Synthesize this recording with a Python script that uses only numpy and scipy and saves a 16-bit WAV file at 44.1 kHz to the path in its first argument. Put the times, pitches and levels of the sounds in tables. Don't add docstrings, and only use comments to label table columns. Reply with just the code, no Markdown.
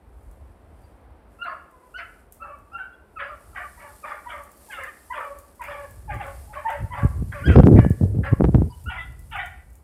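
import sys
import numpy as np
from scipy import signal
from scipy.fft import rfft, irfft
from scipy.io import wavfile
from scipy.ndimage import uniform_filter1d

SR = 44100
rng = np.random.default_rng(int(sys.argv[2]) if len(sys.argv) > 2 else 0)


def volts_from_decibels(level):
    exponent = np.asarray(level, float) / 20
    return 10 ** exponent


def wav_out(sig):
    wavfile.write(sys.argv[1], SR, np.round(np.clip(np.atleast_2d(sig).T, -1, 1) * 32767).astype(np.int16))


N = 433503


def level(x, db=0):
    return x * volts_from_decibels(db) / np.sqrt(np.mean(x ** 2))


def walk(rate, size):
    hold = max(int(SR / rate), 1)
    steps = np.repeat(rng.standard_normal(size // hold + 2), hold)
    return level(uniform_filter1d(uniform_filter1d(steps, hold), hold)[:size])


def butter(x, hz, kind, order=2):
    return signal.sosfilt(signal.butter(order, hz, kind, fs=SR, output="sos"), x)


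def band_noise(hz, order=2):
    return butter(rng.standard_normal(N), hz, "band", order)


def coloured(spectrum):
    hz, db = np.transpose(spectrum)
    f = np.maximum(np.fft.rfftfreq(N, 1 / SR), 1)
    gain = volts_from_decibels(np.interp(np.log(f), np.log(hz), db))
    return level(irfft(rfft(rng.standard_normal(N)) * gain, N))


def spread(start, length, peak, fade, *columns):
    t = np.arange(0, length, 1 / SR)
    edge = np.clip(np.minimum(t, length - t) / fade, 0, 1)
    curves = [np.interp(t, [0, peak, length], c) for c in columns]
    return int(start * SR), np.sin(np.pi / 2 * edge) ** 2, curves


def phase(hz):
    return 2 * np.pi * np.cumsum(hz) / SR


def add(out, start, x):
    out[start:start + len(x)] += x[:len(out) - start]


# start_s, length_s, peak_pitch_hz, end_pitch_hz, level_db
SCOOPED_SQUEALS = [(1.385, 0.092, 1402, 1358, -31), (2.395, 0.11, 1342, 1290, -39),
                   (2.715, 0.11, 1393, 1410, -35), (2.77, 0.13, 1525, 1516, -43),
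                   (3.77, 0.025, 960, 970, -41.5), (4.255, 0.047, 992, 990, -32),
                   (5.097, 0.047, 996, 985, -27), (6.903, 0.05, 1010, 943, -29.5),
                   (6.645, 0.069, 938, 648, -24.5), (6.47, 0.074, 847, 850, -45.5),
                   (8.695, 0.047, 990, 850, -45), (9.33, 0.056, 1487, 1390, -36)]
# start_s, length_s, peak_pitch_hz, end_pitch_hz, level_db
LEAPING_SQUEALS = [
    (1.938, 0.063, 1498, 1470, -32.5),
    (7.43, .12, 1633, 1348, -26),
    (8.856, 0.1, 1499, 1360, -33),
]
# start_s, length_s, peak_pitch_hz, end_pitch_hz, level_db
SLIDING_SQUEALS = [(3.155, 0.051, 1287, 1120, -40), (4.025, 0.046, 1183, 795, -37),
                   (4.285, 0.053, 1420, 1260, -35.5), (4.68, 0.036, 854, 806, -42.5),
                   (4.695, 0.11, 1500, 1220, -34), (5.12, 0.041, 1443, 1390, -34.5),
                   (5.592, 0.043, 955, 885, -31.5), (6.075, 0.06, 825, 702, -30),
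                   (6.19, 0.05, 795, 600, -33), (3.528, 0.03, 1280, 1160, -42.5),
                   (7.315, 0.025, 1580, 1640, -37.5), (8.228, 0.026, 1150, 1010, -44)]


def squeals():
    out = np.zeros(N)
    # table, opening pitch as a share of the peak pitch, octave trim in dB
    kinds = ((SCOOPED_SQUEALS, .93, 0), (LEAPING_SQUEALS, .88, 0), (SLIDING_SQUEALS, 1.13, -3))
    for table, opening, dull_db in kinds:
        for s, length, peak_hz, end_hz, peak_db in table:
            peak_s = min(0.402 * length, 0.0376)
            start, edge, (hz, db, octave_db) = spread(
                s, length, peak_s, .007,
                (opening * peak_hz, peak_hz, end_hz),
                peak_db + np.array([-11.5, 0, -12]),
                dull_db + np.array([-18, -8, -18]))
            size = len(hz)
            turn = phase(hz * (1 + 0.014 * walk(161, size)))
            upper = volts_from_decibels(octave_db) * np.sin(2 * turn) + volts_from_decibels(-37) * np.sin(3 * turn)
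            distance_db = -22 if peak_db < -42 else 0
            tone = volts_from_decibels(db) * (np.sin(turn) + volts_from_decibels(distance_db) * upper)
            add(out, start, bushes(np.sqrt(2) * edge * tone * volts_from_decibels(3.07 * walk(119.3, size))))
    return out


# start_s, length_s, pitch_hz, level_db, bite_db
HIGH_BARKS = [
    (1.44, 0.12, 670.4, -28.5, -12.5),
    (3.178, .15, 707, -36.5, -4.5),
    (3.538, 0.1094, 737, -32.5, -15),
    (4.28, 0.068, 718, -47, 7),
    (4.7, 0.16, 699, -39.5, 0.5),
    (6.19, 0.076, 720, -45, 10),
    (6.67, .07, 700, -42.5, 10),
    (1.97, 0.082, 687, -33.5, -0.5),
    (7.47, 0.12, 685, -33, 2.5),
]
# start_s, length_s, pitch_hz, level_db, bite_db
HELD_BAYS = [
    (2.77, 0.063, 745, -43, -14),
    (8.885, 0.14, 688.4, -33.5, -2),
    (9.305, 0.1756, 724, -32, -4),
]
# start_s, length_s, pitch_hz, level_db, bite_db
LOW_BARKS = [(3.545, 0.13, 603, -42.5, 2.5), (3.78, 0.18, 598, -43.5, -6), (4.032, .16, 587, -36, -2),
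             (4.28, 0.16, 600.6, -39.5, -7.5), (4.71, 0.19, 521.6, -48.5, 3), (5.12, 0.18, 593, -34, -3.5),
             (5.6, 0.28, 576.5, -37, 0), (6.085, 0.124, 564.5, -41, 5.5), (6.195, 0.14, 562.6, -38, -6),
             (6.922, 0.17, 547.3, -36.5, -0.5), (4.785, .13, 540.6, -42.5, 5)]
# start_s, length_s, pitch_hz, level_db, bite_db
BAYS = [
    (2.41, 0.19, 606, -48, -15),
    (3.18, 0.17, 566, -43, 6),
    (7.308, 0.17, 581, -44, 8),
    (7.75, 0.14, 589.6, -43, 7.5),
    (8.225, 0.11, 581.4, -36, 5),
    (6.52, 0.15, 585, -39.5, 0.5),
    (6.675, 0.14, 579.5, -40, 1.5),
]
# hoarseness (0-1), opening_pitch (share), opening_chest_db, closing_chest_db,
# peak (share of length), opening_db, closing_db
HIGH_VOICE = (0.9, 1.18, -9, -7, 0.22, -9.5, -12.5)
HELD_VOICE = (1, 1.21, 4.5, -12.5, 0.5, -10, -3)
LOW_VOICE = (1, 1, -0.5, -4.5, 0.48, -6.5, -10.5)
BAY_VOICE = (1.03, 0.87, 1.5, -8.5, 0.33, -1.5, -11)
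THROAT = [1, 2, 3, 4, 5.2, 6.4, 9]


def barks():
    out = np.zeros(N)
    kinds = ((HIGH_BARKS, HIGH_VOICE), (HELD_BAYS, HELD_VOICE), (LOW_BARKS, LOW_VOICE), (BAYS, BAY_VOICE))
    for table, kind in kinds:
        roughness, opening_share, chest_from_db, chest_to_db, peak_share, from_db, to_db = kind
        for s, length, peak_hz, peak_db, peak_bite_db in table:
            start, edge, (hz, db, chest_db, bite_db) = spread(
                s, length, peak_share * length, .02,
                peak_hz * np.array([opening_share, 1, .97]),
                peak_db + np.array([from_db, 0, to_db]),
                (chest_from_db, (chest_from_db + chest_to_db) / 2, chest_to_db),
                peak_bite_db + np.array([8, 0, -3.5]))
            size = len(hz)
            age = np.arange(size) / SR
            hoarse = min(roughness, 1) * np.interp(np.linspace(0, 1, size), [0, .45, 1], [1, .9, .5])
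            drop_in = .15 * np.exp(-age / .018)
            turn = phase(hz * (1 + drop_in + .064 * hoarse ** 2 * walk(190, size)))
            colour = np.array([chest_db, 0 * db, bite_db, bite_db - 8.0,
                               bite_db - 23, bite_db - 24.5, bite_db - 14.0])
            voice = 0
            for k in np.arange(1, 9, .5):
                place = np.interp(k, THROAT, np.arange(len(THROAT)))
                below = min(int(place), len(THROAT) - 2)
                colour_db = colour[below] + (place - below) * (colour[below + 1] - colour[below])
                gain = volts_from_decibels(colour_db + 3.16 * walk(25.4, size))
                rough = hoarse * min(k / 2, 1)
                flutter = np.sqrt(1 - rough ** 2) + rough * walk(290, size)
                opening = np.clip(age / (.007 * k), 0, 1)
                half_line = 1.1 * hoarse ** 2 if k % 1 else 1
                voice = voice + gain * opening * flutter * half_line * np.sin(k * turn + k * k)
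            add(out, start, bushes(edge * volts_from_decibels(db - 2.0) * voice))
    return out


# start_s, length_s, pitch_hz, chest_db, mouth_db
CLEAR_ENDS = [(1.46, 0.089, 540, -72, -39.5), (1.715, 0.185, 500, -65.5, -59.5), (2.4, .17, 574, -54, -52),
              (2.77, 0.099, 760, -64, -45), (2.485, 0.084, 585, -50.5, -46.5),
              (2.715, 0.077, 802, -50.5, -72), (2.43, 0.071, 830, -54, -72), (3.27, 0.093, 599, -52, -46),
              (3.61, 0.073, 600, -76, -40.5), (4.1, 0.066, 583, -57, -38), (4.32, 0.11, 585, -52, -46.5),
              (5.23, 0.12, 561.4, -46, -48), (5.76, 0.11, 565, -46.5, -48), (6.22, .12, 551, -48, -50),
              (6.705, 0.07, 586.4, -37, -59), (6.96, .12, 567.5, -45, -41),
              (7.34, 0.081, 576, -39.5, -44.5), (8.29, 0.067, 550, -43, -40.5),
              (9.37, 0.1, 730, -42.5, -42)]
# start_s, length_s, pitch_hz, chest_db, mouth_db
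WIDE_NOTES = [(1.97, 0.069, 693, -53, -50), (1.44, .06, 700, -51, -52), (5.61, 0.073, 680, -60, -50),
              (6.09, 0.095, 600, -61, -51), (3.8, 0.1, 582.5, -56.5, -52.5), (4.77, 0.11, 537, -50, -48.5),
              (4.86, 0.053, 600, -52, -44), (5.16, 0.12, 584, -51, -46.5), (5.66, 0.11, 586, -45.5, -48.5),
              (6.54, 0.083, 594, -45, -53), (6.72, 0.073, 563, -46, -54), (7.49, 0.069, 661, -50, -42.5)]
# start_s, length_s, pitch_hz, chest_db, mouth_db
SHOUTED_NOTES = [
    (3.185, 0.098, 560, -49.5, -47),
    (3.56, 0.096, 580, -62, -51),
    (4.07, 0.055, 576, -62, -50),
    (7.77, .11, 571, -44, -50.5),
    (8.25, 0.061, 570, -43, -48),
    (8.96, 0.094, 673, -65, -47.5),
    (6.74, 0.089, 650, -64, -57),
    (4.8, .09, 700, -62, -53.5),
]


def notes():
    out = np.zeros(N)
    kinds = ((CLEAR_ENDS, (-20.5, -21, -31.5)), (WIDE_NOTES, (-1.5, -8.5, -16.5)), (SHOUTED_NOTES, (6, -5, -9.5)))
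    for table, top_db in kinds:
        for s, length, pitch_hz, chest_db, mouth_db in table:
            sag = pitch_hz * np.array([1 / .98, 1, .98])
            start, edge, (hz,) = spread(s, length, length / 2, .025, sag)
            size = len(hz)
            turn = phase(hz * (1 + .017 * walk(120, size)))
            note = np.zeros(size)
            for k, db in enumerate([chest_db, mouth_db, *(mouth_db + np.array(top_db))], 1):
                note += volts_from_decibels(db + 4 + 3.5 * walk(70, size)) * np.sin(k * turn)
            add(out, start, edge * note)
    return out


# start_s, length_s, pitch_hz, level_db
OVERTONES = [(1.418, 0.072, 4100, -60), (1.452, 0.089, 4500, -65), (1.95, 0.079, 4420, -61),
             (1.965, 0.066, 5100, -67), (1.955, 0.054, 5950, -71), (4.272, 0.085, 3200, -52),
             (4.72, 0.066, 3500, -56), (5.126, 0.086, 3300, -56), (5.689, 0.064, 3300, -56),
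             (6.194, .07, 3280, -58), (6.675, .06, 3400, -59), (6.918, 0.038, 3030, -53),
             (3.178, 0.046, 4400, -69), (7.445, 0.036, 4830, -53.5), (7.532, 0.071, 5040, -57),
             (8.69, 0.04, 4700, -63), (8.969, 0.098, 3386, -52.5), (9.365, 0.096, 3500, -54.5)]


def overtones():
    out = np.zeros(N)
    for s, length, pitch_hz, db in OVERTONES:
        size = int(length * SR)
        turn = phase(pitch_hz * (1 + .01 * walk(100, size)))
        flutter = walk(600, size) * np.sin(turn) + walk(600, size) * np.cos(turn)
        add(out, int(s * SR), np.hanning(size) * volts_from_decibels(db + 2) * flutter)
    return out


def swaying(rate, size):
    return np.sqrt(.5) + np.sqrt(.5) * walk(rate, size)


def bushes(cry):
    t60_s = 0.24
    t = np.arange(int(t60_s * SR)) / SR
    echo = level(rng.standard_normal(len(t)) * volts_from_decibels(-60 * t / t60_s), -1.5) / np.sqrt(len(t))
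    smear = signal.fftconvolve(cry * swaying(120, len(cry)), echo)
    add(smear, 0, cry)
    return smear / np.sqrt(2)


def scrub(x):
    return butter(x, 3500, "low", order=8) + volts_from_decibels(-13) * butter(x, (4100, 5100), "band", order=3)


def wood(x):
    t60_s = 0.52
    t = np.arange(int(1.2 * SR)) / SR
    scatter = rng.standard_normal(len(t)) * volts_from_decibels(3 * walk(40, len(t))) * (1 - np.exp(-t / .015))
    low = butter(scatter, 2170, "low", order=1)
    tail = low * volts_from_decibels(-60 * t / t60_s) + (scatter - low) * volts_from_decibels(-60 * t / (.7 * t60_s))
    echo = level(tail, -11) / np.sqrt(len(t))
    return x + signal.fftconvolve(x * swaying(150, N), echo)[:N]


# time_s, rumble_db
BREEZE = [(0, -50.5), (.3, -45.5), (1.3, -51), (1.75, -56), (2.55, -53), (3.2, -55.5), (3.5, -45),
          (4.05, -56), (5.55, -53), (6.1, -37), (6.5, -39), (6.75, -83), (7.3, -40), (8.2, -23.5),
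          (8.72, -37.5), (9.3, -36.5), (9.83, -47)]
# peak_s, rumble_db, rise_s, fall_s, flutter_db
PUFFS = [(5.903, -30, 0.023, 0.16, -7.5), (6.152, -27.5, 0.22, 0.38, -6.5), (6.842, -17, 0.099, 0.036, -33),
         (7.055, -8.5, 0.049, 0.026, -26), (7.21, -20.5, 0.79, 0.38, -29), (7.482, -6.5, 0.048, 0.28, 0.5),
         (7.601, 1, 0.18, 0.015, 0), (7.666, -14, 0.071, 0.11, 12), (7.718, -3.5, 0.025, 0.24, 1),
         (7.804, -7, 0.4, 0.25, -17), (8.029, -13, 0.073, 0.1, 5), (8.15, -18, 0.038, 0.23, -5.5),
         (8.27, -27, 0.23, 0.045, -17), (8.328, -6, 0.036, 0.027, -18), (8.452, -7, 0.088, 0.097, -7),
         (8.55, -6, 0.03, 0.11, -3.5), (8.623, -8.5, 0.32, 0.12, -10.5), (8.88, -23, .1, 0.075, -26),
         (9.048, -34, 0.06, 1, -30)]


def wind():
    t = np.arange(N) / SR
    push = volts_from_decibels(np.interp(t, *np.transpose(BREEZE)))
    flap = push * volts_from_decibels(-37)
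    for s, puff_db, rise, fall, lump_db in PUFFS:
        puff = volts_from_decibels(puff_db - 32 * np.maximum((s - t) / rise, (t - s) / fall))
        push = np.maximum(push, puff)
        flap = np.maximum(flap, puff * volts_from_decibels(lump_db))
    db = 20 * np.log10(push)
    strong = np.clip((db + 44.0) / 15, 0, 1)
    deep = level(band_noise([35, 72]))
    big = level(band_noise([60, 115]))
    lumps = band_noise([100, 330], order=1) * volts_from_decibels(5 * walk(45, N))
    small = level(butter(lumps, 480, "low", order=4), -5)
    eddies = (1.5 - 1.1 * strong) * deep + strong * (big + flap / push * small)
    rumble = volts_from_decibels(db - 3) * level(volts_from_decibels(2.5 * walk(22, N))) * eddies
    spit = volts_from_decibels(-52 + 4 * walk(60, N)) * np.clip(flap, 0, 1) * level(band_noise((2554, 7900)))
    return spit + rumble


# time_s, peak_db, width_ms
SLAPS = [(7.03, -11, 2.2), (7.046, -10, 1.33), (7.222, -17.5, 1.28), (7.47, -18, 1.2), (7.5, -15, 0.46),
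         (7.556, -9.5, 0.41), (7.56, -5.5, 1.4), (7.569, -14, 0.43), (7.585, -3, 0.7), (7.637, -0.5, 1.46),
         (7.67, -9, 1.1), (7.683, -7.5, 0.61), (7.724, -16, 1.8), (7.736, -20, 0.84), (7.786, 1.5, 0.95),
         (7.847, -16.5, 0.32), (7.862, -8.5, 1.13), (7.904, -8, 1.35), (8.01, -12, 1.03),
         (8.033, -13, 0.89), (8.166, -14.5, 1.8), (8.186, -15.5, 1.27), (8.325, -6.5, 1.87),
         (8.332, -14.5, 0.57), (8.398, -14, 0.93), (8.406, -10, 0.42), (8.418, -10, 0.72),
         (8.443, -9.5, 0.56), (8.484, -14, 0.85), (8.49, -13, 0.8), (8.543, -6, 1.36), (8.552, -9.5, 0.87),
         (8.581, -13, 0.9), (8.597, -18, 1.8), (8.618, -13, 0.64)]
# time_s, peak_db
CRACKS = [(7.5603, -8.5), (7.5879, -12.5), (7.634, -16), (7.67, -10.5), (7.791, -3.5), (7.597, -20),
          (7.6409, -25), (7.798, -21), (8.4416, -15), (8.4502, -19), (8.546, -17.5), (8.5523, -26.5)]


def slaps():
    out = np.zeros(N)
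    ms = np.arange(-10, 20, 1000 / SR)
    signs = rng.choice([-1, 1, 1], len(SLAPS))
    for (s, db, width), sign in zip(SLAPS, signs):
        peak, rebound = (np.exp(-np.sqrt(((ms - lag) / max(width, .3)) ** 2 + .2))
                         for lag in (0, 2.5 * width))
        add(out, int((s - .008) * SR), sign * volts_from_decibels(db + 14.5) * (peak - 0.24 * rebound))
    for s, db in CRACKS:
        add(out, int((s - .009) * SR), volts_from_decibels(db + 12) * np.exp(-np.sqrt((ms / .3) ** 2 + .05)))
    return butter(out, 103, "high", order=3)


# time_s, level_db
RUSTLE = [(0, -78), (.5, -71.5), (1.28, -80), (1.32, -72), (2.2, -70), (2.3, -78), (2.325, -67),
          (2.44, -70.5), (2.85, -73.5), (3.3, -67), (3.52, -60.5), (4.1, -57), (4.3, -59), (5.7, -61),
          (6.15, -59), (7.4, -58.5), (7.6, -60), (8.651, -61.5), (9.15, -65.5), (9.31, -58.5), (9.83, -73)]
# frequency_hz, density_db (per Hz)
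LEAF_COLOUR = [(2240, -12.5), (3800, -14.5), (4580, -9.5), (6450, -12.5), (8610, -3), (10500, -4),
               (13800, -9), (15800, -20.5)]
# time_s, peak_db
TICKS = [(0.2293, -55), (0.3127, -48.5), (0.8173, -57), (1.4414, -51), (1.711, -52), (2.3232, -34),
         (2.345, -48), (2.365, -49), (2.587, -53), (3.4057, -51), (3.499, -51), (3.9664, -52), (4.436, -39),
         (4.5161, -39), (4.5734, -43), (4.7217, -38), (4.8359, -33.5), (5.2021, -42), (5.2485, -41.5),
         (5.3868, -34.5), (5.556, -48), (5.6166, -37), (5.6384, -33), (5.9085, -39.5), (6.1424, -37.5),
         (6.2652, -39.5), (6.7022, -34), (7.417, -43.5), (7.672, -36.5), (7.899, -35), (7.9917, -53),
         (8.2486, -45), (8.4253, -46), (8.8396, -40), (9.1925, -39.5), (9.3048, -44), (9.3596, -40.5),
         (9.4592, -36.5), (9.7032, -49), (9.7306, -47.5), (9.7535, -41.5)]


def leaves():
    grains = (rng.random(N) < 900 / SR) * volts_from_decibels(2.4 * rng.exponential(1, N) + 1.54 * walk(7.9, N))
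    grains = signal.lfilter([1], [1, -.97], grains)
    stir_db = np.interp(np.arange(N) / SR, *np.transpose(RUSTLE)) + 2 * walk(8, N)
    hiss = level(coloured(LEAF_COLOUR) * (1 + .25 * grains)) * volts_from_decibels(stir_db)
    t = np.arange(int(.1 * SR)) / SR
    decay = np.exp(-t / 0.0024) + 0.36 * np.exp(-t / 0.037)
    ticks = np.zeros(N)
    for s, db in TICKS:
        add(ticks, int(s * SR), volts_from_decibels(db - 7.5) * rng.standard_normal(len(t)) * decay)
    return hiss + butter(ticks, [6500, 15700], "band") + volts_from_decibels(-13) * butter(ticks, [2500, 6000], "band")


# start_s, pitch_hz, level_db
CHIRPS = [
    (.83, 4700, -67),
    (2.72, 5000, -72),
    (2.42, 4300, -71),
    (2.925, 3340, -65),
    (8.721, 2970, -55),
]


def bird():
    out = np.zeros(N)
    chirp_s = 0.034
    t = np.arange(0, chirp_s, 1 / SR)
    for s, hz, db in CHIRPS:
        add(out, int(s * SR), volts_from_decibels(db) * np.sin(np.pi * t / chirp_s) * np.sin(2 * np.pi * hz * t))
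    return out


# frequency_hz, density_db (per Hz)
VALLEY_COLOUR = [(110, -13.5), (180, -2), (280, -1), (736, -3.5), (1250, -11), (1910, -17.5), (6000, -39.5),
                 (9000, -82.5)]
# time_s, level_db
FAR_SWELL = [(0, 3), (1.2, 4.5), (3, 3), (5.5, 3), (9.83, -3)]


def valley():
    swell_db = np.interp(np.arange(N) / SR, *np.transpose(FAR_SWELL))
    return coloured(VALLEY_COLOUR) * volts_from_decibels(-61 + swell_db + 0.55 * walk(3.0, N))


def scene():
    cries = scrub(squeals() + barks() + notes())
    far = wood(cries + bird() + overtones())
    return (far + wind() + slaps() + leaves() + valley())[None]


def roll_off(x):
    return signal.sosfilt(signal.butter(12, 15400, fs=SR, output="sos"), x)


def record(dry):
    hiss = level(butter(rng.standard_normal(N), 12000, "high"), -86)
    x = butter(dry + hiss, 49, "high", order=4)
    x = x / (1 + np.abs(x) ** 4) ** (1 / 4)
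    return roll_off(x)


dry = scene()
out = record(dry)
wav_out(out)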